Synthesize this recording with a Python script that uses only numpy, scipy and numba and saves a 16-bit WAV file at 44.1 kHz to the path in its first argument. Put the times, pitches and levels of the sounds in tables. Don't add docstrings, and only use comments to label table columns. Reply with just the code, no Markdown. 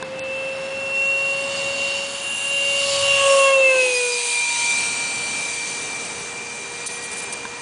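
import sys
import numpy as np
from scipy import signal
from scipy.fft import rfft, irfft, next_fast_len
from scipy.io import wavfile
from scipy.ndimage import uniform_filter1d, map_coordinates
from numba import njit

SR = 44100
rng = np.random.default_rng(int(sys.argv[2]) if len(sys.argv) > 2 else 0)


def persist_wave(psi):
    counts = np.round(np.clip(psi, -1, 1) * 32767).astype(np.int16)
    wavfile.write(sys.argv[1], SR, np.atleast_2d(counts).T)


def undo_db(level):
    steps = np.asarray(level, float) / 20
    return 10 ** steps


N = 335601
TIME = np.arange(N) / SR
NEAR_DB = -40
TOP_HZ = 10120

# pitch_hz, level_db (per Hz)
TOWN_COLOUR = [(15, -56), (25, -21.5), (121, -4.5), (271, -2), (322, -5), (494, -3), (603, -5), (857, -3),
               (1350, -8), (2930, -10), (5760, -21), (6700, -27.5), (10000, -46), (13000, -50.5),
               (22000, -120)]
# start_s, end_s, pitch_hz, level_db, second_partial_db
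LORRY = (0, .32, 155, -50, -46)
# start_s, length_s, pitch_hz, relative_width (ratio), level_db
SWELLS = [
    (2.8, 0.53, 91, 0.96, -43.5),
    (3.493, 0.55, 360, 0.19, -44),
    (3.62, .42, 880, .2, -40.5),
    (0.45, 0.84, 400, 0.071, -51),
    (5.6, 1.96, 405, .08, -51),
    (1.25, 1.05, 4490, 0.11, -43),
    (1.4, 1.5, 6900, .15, -45),
]
# time_s, low_hz, high_hz, level_db
SIDE_HISS = [(.36, 6800, 8200, -62), (1.58, 6860, 8300, -44), (1.58, 4200, 5240, -37),
             (2.53, 7600, 9000, -42), (4.04, 6900, 8313, -35), (6.2, 7600, 9060, -40),
             (7.29, 6890, 8300, -49), (7.29, 5200, 6300, -46)]
# time_s, knock_db, snap_db
TICKS = [
    (.026, -16.5, -23),
    (.1935, -34, -25.5),
    (7.4527, -18, -34),
]
# pitch_hz, level_db, fade_by_60_db_s
CASE_RINGS = [(1025, 1, 0.031), (1580, 0.5, 0.024), (445, -7.5, 0.073), (3570, -5, 0.02)]
# start_s, length_s, level_db, bass_dip_db
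SCUFFS = [(6.861, .02, -23, -8.5), (6.896, 0.089, -35, 0), (7.024, 0.045, -32, -0.5),
          (7.114, 0.03, -28.5, 2), (7.162, 0.046, -30, -0.5), (7.219, 0.027, -31, 0.5),
          (7.324, 0.021, -24.5, 0.5)]
# pitch_hz, level_db (per Hz)
CLOTH_COLOUR = [(2800, -19), (3600, -11), (5200, -8.5), (7500, -5), (9500, 3.5), (11000, -7)]
# start_s, length_s, low_hz, high_hz
TREBLE_LOSSES = [(0.027, 0.02, 5440, 8800), (0.198, 0.041, 4970, 7800), (6.995, .015, 9702, 11000),
                 (7.12, .012, 8900, 11000), (7.272, .014, 9700, 11000), (7.337, 0.023, 9100, 11000),
                 (7.337, 0.011, 6700, 7900)]

# pitch_hz, level_db (per Hz)
ROAR_COLOUR = [(450, -13), (700, 2), (1200, 0.5), (1800, -0.5), (3400, -14)]
# time_s, nearness_db, bank_db (plus is nozzle towards the camera)
FLIGHT = [(0, -63, -8), (.4, -57, 0.5), (.8, -50, -1), (1.2, -46.5, -2), (1.4, -43, -1), (1.9, -41.5, -5),
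          (2.35, -42, 2), (3.0, -33, -1), (3.2, -37, .5), (3.4, -31, 2), (3.62, -39, 0), (4.0, -33.5, 0.5),
          (4.6, -33, 0.2), (5.6, -40, 1), (6.0, -41, 1.5), (6.4, -45.5, 1.1), (7.0, -43.5, -1),
          (7.61, -48.5, 2.5)]
# time_s, shaft_hz
SHAFT = [(0.0, 526.6), (0.6, 537.5), (1.09, 546.4), (1.52, 551.3), (2.17, 554.3), (2.75, 557.5),
         (3.05, 556.7), (3.33, 550.6), (3.52, 543.3), (3.72, 523.9), (3.94, 497), (4.09, 486.6),
         (4.24, 480), (4.6, 473.6), (5.0, 471.4), (6.17, 471.5), (6.89, 475.9), (7.6, 476.5)]
# time_s, delay_ms, share (0-1)
GROUND = [(0, 1.85, .3), (.5, 1.55, .35), (1.1, 1.36, .4), (2.8, 1.33, .3), (3.4, 2.2, .05),
          (4.1, 2.1, .15), (4.5, 1.1, .35), (4.8, .72, .4), (5.3, .68, .35), (5.7, .95, .2),
          (7.61, 2.65, .3)]
# shaft_multiple, width_multiples, level_db, extra_astern_db
DUCT = [
    [(5.12, .55, -3.5, 2), (5.3, 2.2, -4, 2)],
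    [(6.8, 1.3, -3.5, -1.5), (8.1, 1.2, -1.5, 1), (9.6, 1.6, -5, 5)],
    [(11.3, 1.5, -3.5, -5), (13, 2.3, 2, 0.5), (15.2, 2.1, -5, 3.5)],
    [(16.72, 2.1, -4, 1.5), (17.72, 1.9, -0.5, 2), (19.68, 2.4, -2.5, 1)],
]
# level_db, nearness_slope (dB/dB), bank_slope (dB/dB), astern_db
PARTS = [
    (8, 0.86, -0.092, -7),
    (-0.05, 0.96, -0.85, -.3),
    (0.2, 0.86, -0.037, 0.1),
    (-0.84, 0.99, .9, 0.7),
]
# time_s, half_width_s, level_db
WAKE_BEAMS = [(.5, 0.46, -44.5), (2.1, 0.39, -38.5), (3.2, 0.22, -25.5), (3.8, 0.21, -31), (5.0, .15, -43)]
# time_s, half_width_s, change_db
SHADES = [
    [(1.9, 0.33, -1.5), (2.38, 0.28, -2), (2.93, .18, 3.5), (3.9, .2, 0.5), (6.5, 0.33, -3), (7.0, .15, -1)],
    [(1.3, .2, 0), (2.35, 0.16, 0.5), (.65, 0.44, -3.5), (3.25, 0.16, 3.5), (4.3, 0.42, -2),
     (5.2, .2, -1.5), (6.0, 0.95, 1.5)],
    [(1.5, .15, -4.5), (2.3, 0.41, 3.5), (3.0, .2, -1), (4.2, 0.18, 0.5), (6.4, .15, -2), (7.5, .2, -4)],
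]

# time_s, half_width_s, level_db
SHAFT_BEAMS = [(.45, 0.61, -29.5), (1.5, .9, -30), (2.05, 0.21, -48), (2.8, 0.44, -30), (3.1, 0.35, -25),
               (3.33, 0.12, -16.5), (3.55, 0.45, -17.5), (3.6, 0.035, -19), (4.0, .2, -26),
               (4.15, 0.23, -34.5), (4.38, .05, -42), (4.67, .14, -48), (6.8, 2.6, -44.5)]
TWICE_BEAMS = [(1.27, 0.52, -43.5), (1.73, 1.4, -47.5), (3.3, 0.65, -32.5), (3.36, 0.24, -24.0),
               (3.46, 0.11, -25.0), (3.73, 0.063, -35), (4.52, 0.79, -38), (4.58, 0.17, -35.0),
               (5.57, 0.58, -47.0), (7.17, 1.36, -49.5)]
BLADE_BEAMS = [(0.03, 0.06, -38.5), (0.38, 0.27, -30.5), (1.08, 0.19, -21.5), (1.15, 0.51, -26.5),
               (1.3, 0.16, -25), (1.39, 1.34, -33), (1.82, 0.32, -26.5), (1.83, 0.04, -28.0),
               (2.32, 0.12, -28.5), (2.63, 0.3, -21), (3.02, 0.07, -38.5), (3.14, 0.14, -18.5),
               (3.3, 0.06, -23.0), (3.44, 0.09, -19), (3.55, 0.032, -15), (3.66, 0.08, -16),
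               (3.79, 0.44, -22.5), (3.8, 0.027, -18), (4.17, 0.04, -30.5), (4.41, 0.17, -24),
               (4.72, 0.15, -24.5), (4.96, 1.11, -28.0), (5.94, 0.15, -32.5), (6.39, 0.05, -36.0),
               (6.56, 2.22, -37), (7.17, 0.34, -41)]
WEAK_BEAMS = {3: [(.93, 0.86, -49), (2.49, 0.43, -45), (3.24, .13, -37.5), (3.49, 0.047, -32),
              (3.5, 0.63, -43), (3.76, 0.071, -31.5), (4.05, 0.092, -41), (4.82, 0.63, -45.5)],
              4: [(.88, 1.5, -49), (1.7, .5, -46), (2.69, 0.13, -38.5), (3.2, 0.92, -41),
              (3.82, 0.084, -38), (3.5, 0.048, -30), (3.68, 0.066, -30), (3.97, .05, -38),
              (5.62, 1.52, -48.5), (7.0, 0.41, -43.5), (7.7, 0.25, -43)], 6: [(.4, .3, -53),
              (3.48, .09, -32.5), (3.63, 0.063, -38.5), (3.8, .1, -40), (3.6, 0.72, -46.5),
              (6.5, 2.7, -54)], 7: [(1.9, .6, -49), (2.87, 0.66, -43.5), (3.06, .08, -39),
              (3.6, 0.065, -38), (4.1, .8, -52)]}
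WHINE_BEAMS = {10: [(.4, .15, -56), (.78, 0.4, -50), (1.2, 0.41, -52.5), (1.6, .3, -53), (2.0, .1, -45),
               (3.15, 0.1, -36.5), (3.0, .25, -49), (3.47, .06, -43), (3.33, 0.078, -33.5),
               (3.85, .04, -40), (3.97, 0.037, -32.5), (4.13, 0.039, -32), (4.22, .25, -43),
               (4.7, 0.49, -46), (5.52, .1, -45), (5.9, 2.8, -50.5)], 15: [(.87, 0.13, -57),
               (1.52, 0.25, -47), (2.44, .1, -41), (3.28, 0.14, -34.5), (4.12, .06, -36.5), (4.3, .07, -35),
               (4.5, .3, -38.5), (4.6, 1.8, -50), (7.0, 0.8, -54)], 20: [(3.97, .05, -37), (4.3, 0.11, -37),
               (4.17, .37, -46), (4.73, .15, -52), (5.35, .45, -46), (5.9, .35, -46), (7.11, .74, -56)]}


def unit(x):
    return x / np.sqrt(np.mean(x ** 2))


def columns(table):
    s, *rest = np.transpose(table)
    return [np.interp(TIME, s, column) for column in rest]


def gate(start, length, edge):
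    return np.clip(np.minimum(TIME - start, start + length - TIME) / edge, 0, 1)


def lobe(s, half):
    return np.clip(1 - ((TIME - s) / half) ** 2, 0, 1)


def beams(rows):
    power = sum((undo_db(db) * lobe(s, half)) ** 2 for s, half, db in rows)
    return 10 * np.log10(power + 1e-9)


def walk(rate):
    k = int(SR / rate)
    steps = np.repeat(rng.standard_normal(N // k + 1), k)
    smooth = uniform_filter1d(uniform_filter1d(steps, k), k)
    return unit(smooth[:N])


@njit
def moving_filter(x, hz, width):
    y, b, l = np.empty(len(x)), 0., 0.
    for i in range(len(x)):
        g = np.tan(np.pi * hz[i] / SR)
        v = (b + g * (x[i] - l)) / (1 + g * (g + width))
        b, l, y[i] = 2 * v - b, l + 2 * g * v, width * v
    return y


def hump(hz, width):
    once = moving_filter(rng.standard_normal(N), hz, width)
    return unit(moving_filter(once, hz, width))


def colour(points):
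    hz, db = np.transpose(points)
    size = next_fast_len(N)
    noise_hz = np.arange(size // 2 + 1) * SR / size
    gain = undo_db(np.interp(np.log(noise_hz + 1), np.log(hz), db))
    return unit(irfft(rfft(rng.standard_normal(size)) * gain, size)[:N])


def band(x, low_hz, high_hz):
    size = next_fast_len(N)
    hz = np.arange(size // 2 + 1) * SR / size
    edge = np.clip(np.minimum(hz - low_hz, high_hz - hz) / 80 + .5, 0, 1)
    return irfft(rfft(x, size) * edge, size)[..., :N]


def astern(shaft_hz):
    return (shaft_hz.max() - shaft_hz) / np.ptp(shaft_hz)


def town():
    ducking = np.interp(TIME, (3.15, 3.9, 4.2, 4.8), (0, 1, 1, 0))
    return undo_db(-38 - 9.5 * ducking + 1.4 * walk(4.03)) * colour(TOWN_COLOUR)


def lorry():
    start, end, hz, db, second_db = LORRY
    first = undo_db(db) * np.sin(2 * np.pi * hz * TIME)
    second = undo_db(second_db) * np.sin(4 * np.pi * hz * TIME)
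    return (first + second) * gate(start - .1, end - start + .1, .08)


def swells():
    return sum(undo_db(db) * gate(s, length, 0.17) * hump(np.full(N, 1. * hz), width)
               for s, length, hz, width, db in SWELLS)


def side_hiss():
    return sum(undo_db(db) * gate(s - .02, .04, 0.012) * unit(band(rng.standard_normal(N), low_hz, high_hz))
               for s, low_hz, high_hz, db in SIDE_HISS)


def camera():
    out, t = np.zeros(N + SR), np.arange(2048) / SR
    knock = sum(undo_db(db - 60 * t / t60) * np.sin(2 * np.pi * hz * t) for hz, db, t60 in CASE_RINGS) / 2
    bright = signal.butter(3, [3500, 8200], "band", fs=SR, output="sos")
    for s, knock_db, snap_db in TICKS:
        snap = signal.sosfilt(bright, rng.standard_normal(len(t))) * 2 * undo_db(-60 * t / 0.0072)
        start = int(s * SR)
        out[start:start + len(t)] += undo_db(snap_db) * snap - undo_db(knock_db) * knock
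    return out[:N]


def strap():
    grain = colour(CLOTH_COLOUR) * undo_db(1.2 * walk(400))
    strokes = sum(undo_db(db) * gate(s, length, 0.0015) for s, length, db, _ in SCUFFS)
    return strokes * grain


def bass_dip():
    return undo_db(sum(db * gate(s + 0.0019, length + .006, 0.0023) for s, length, _, db in SCUFFS))


def roar():
    near_db, _ = columns(FLIGHT)
    steady = undo_db(-35.5 + 0.11 * (near_db - NEAR_DB))
    passing = undo_db(beams([(3.28, 0.59, -29)]))
    return np.hypot(steady, passing) * undo_db(-5.0 + 0.31 * walk(3.45)) * colour(ROAR_COLOUR)


def rush(shaft_hz):
    near_db, bank_db = columns(FLIGHT)
    behind = astern(shaft_hz)
    gains = [undo_db(NEAR_DB + db + slope * (near_db - NEAR_DB) + lean * bank_db + astern_db * behind)
             for db, slope, lean, astern_db in PARTS]
    gains[0] = np.hypot(gains[0], undo_db(beams(WAKE_BEAMS)))
    for i, rows in enumerate(SHADES, start=1):
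        gains[i] = gains[i] * undo_db(sum(db * lobe(s, half) ** 2 for s, half, db in rows))
    out, gust = 0, walk(9)
    for part, gain in zip(DUCT, gains):
        for multiple, width, db, astern_db in part:
            heard_db = db + astern_db * behind + 0.8 * gust + 0.65 * walk(18)
            out = out + gain * undo_db(heard_db) * hump(multiple * shaft_hz, width / multiple)
    return out


def bounce(x):
    delay_ms, share = columns(GROUND)
    late = map_coordinates(x, [np.arange(N) - delay_ms * SR / 1000], order=3)
    return x + share * uniform_filter1d(late, size=3)


def tones(shaft_hz):
    turn = 2 * np.pi * np.cumsum(shaft_hz * (1 + 0.000286 * walk(25.14))) / SR
    tables = {1: SHAFT_BEAMS, 2: TWICE_BEAMS, 5: BLADE_BEAMS, **WEAK_BEAMS, **WHINE_BEAMS}
    levels = {multiple: beams(rows) for multiple, rows in tables.items()}
    out = 0
    for multiple, db in levels.items():
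        shimmer_db = np.sqrt(multiple) * (0.23 * walk(15) + 0.27 * walk(50))
        if multiple > 5:
            shimmer_db = shimmer_db + 1.5 * walk(12)
        start_phase = 2 * np.pi * rng.random()
        out = out + np.sqrt(2) * undo_db(db + shimmer_db) * np.sin(multiple * turn + start_phase)
    out = out + undo_db(levels[1] - 20.0) * hump(shaft_hz, 0.4)
    out = out + undo_db(levels[2] - 13.0) * hump(2 * shaft_hz, 0.13)
    whine_db = levels[10] - 10.5 + 6 * astern(shaft_hz) + 3.5 * walk(30)
    return out + undo_db(whine_db) * hump(10 * shaft_hz, 0.02)


def scene():
    shaft_hz, = columns(SHAFT)
    outside = town() + lorry() + swells() + roar() + bounce(rush(shaft_hz)) + tones(shaft_hz)
    dipped = outside - (1 - bass_dip()) * band(outside, -100, 3100)
    mid = dipped + camera() + strap()
    side = side_hiss()
    return np.array([mid + side, mid - side])


def low_pass(x):
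    return signal.sosfilt(signal.butter(12, 10710, fs=SR, output="sos"), x)


def record(dry):
    out = dry
    for s, length, low_hz, high_hz in TREBLE_LOSSES:
        out = out - gate(s, length, 0.0021) * band(out, low_hz, high_hz)
    for low_hz in np.arange(4860, TOP_HZ, 660):
        blink = np.clip(4 * (walk(190) - 1.5), 0, .95)
        out = out - blink * band(out, low_hz, low_hz + 660)
    return low_pass(band(out, 35, TOP_HZ))


dry = scene()
out = record(dry)
persist_wave(out)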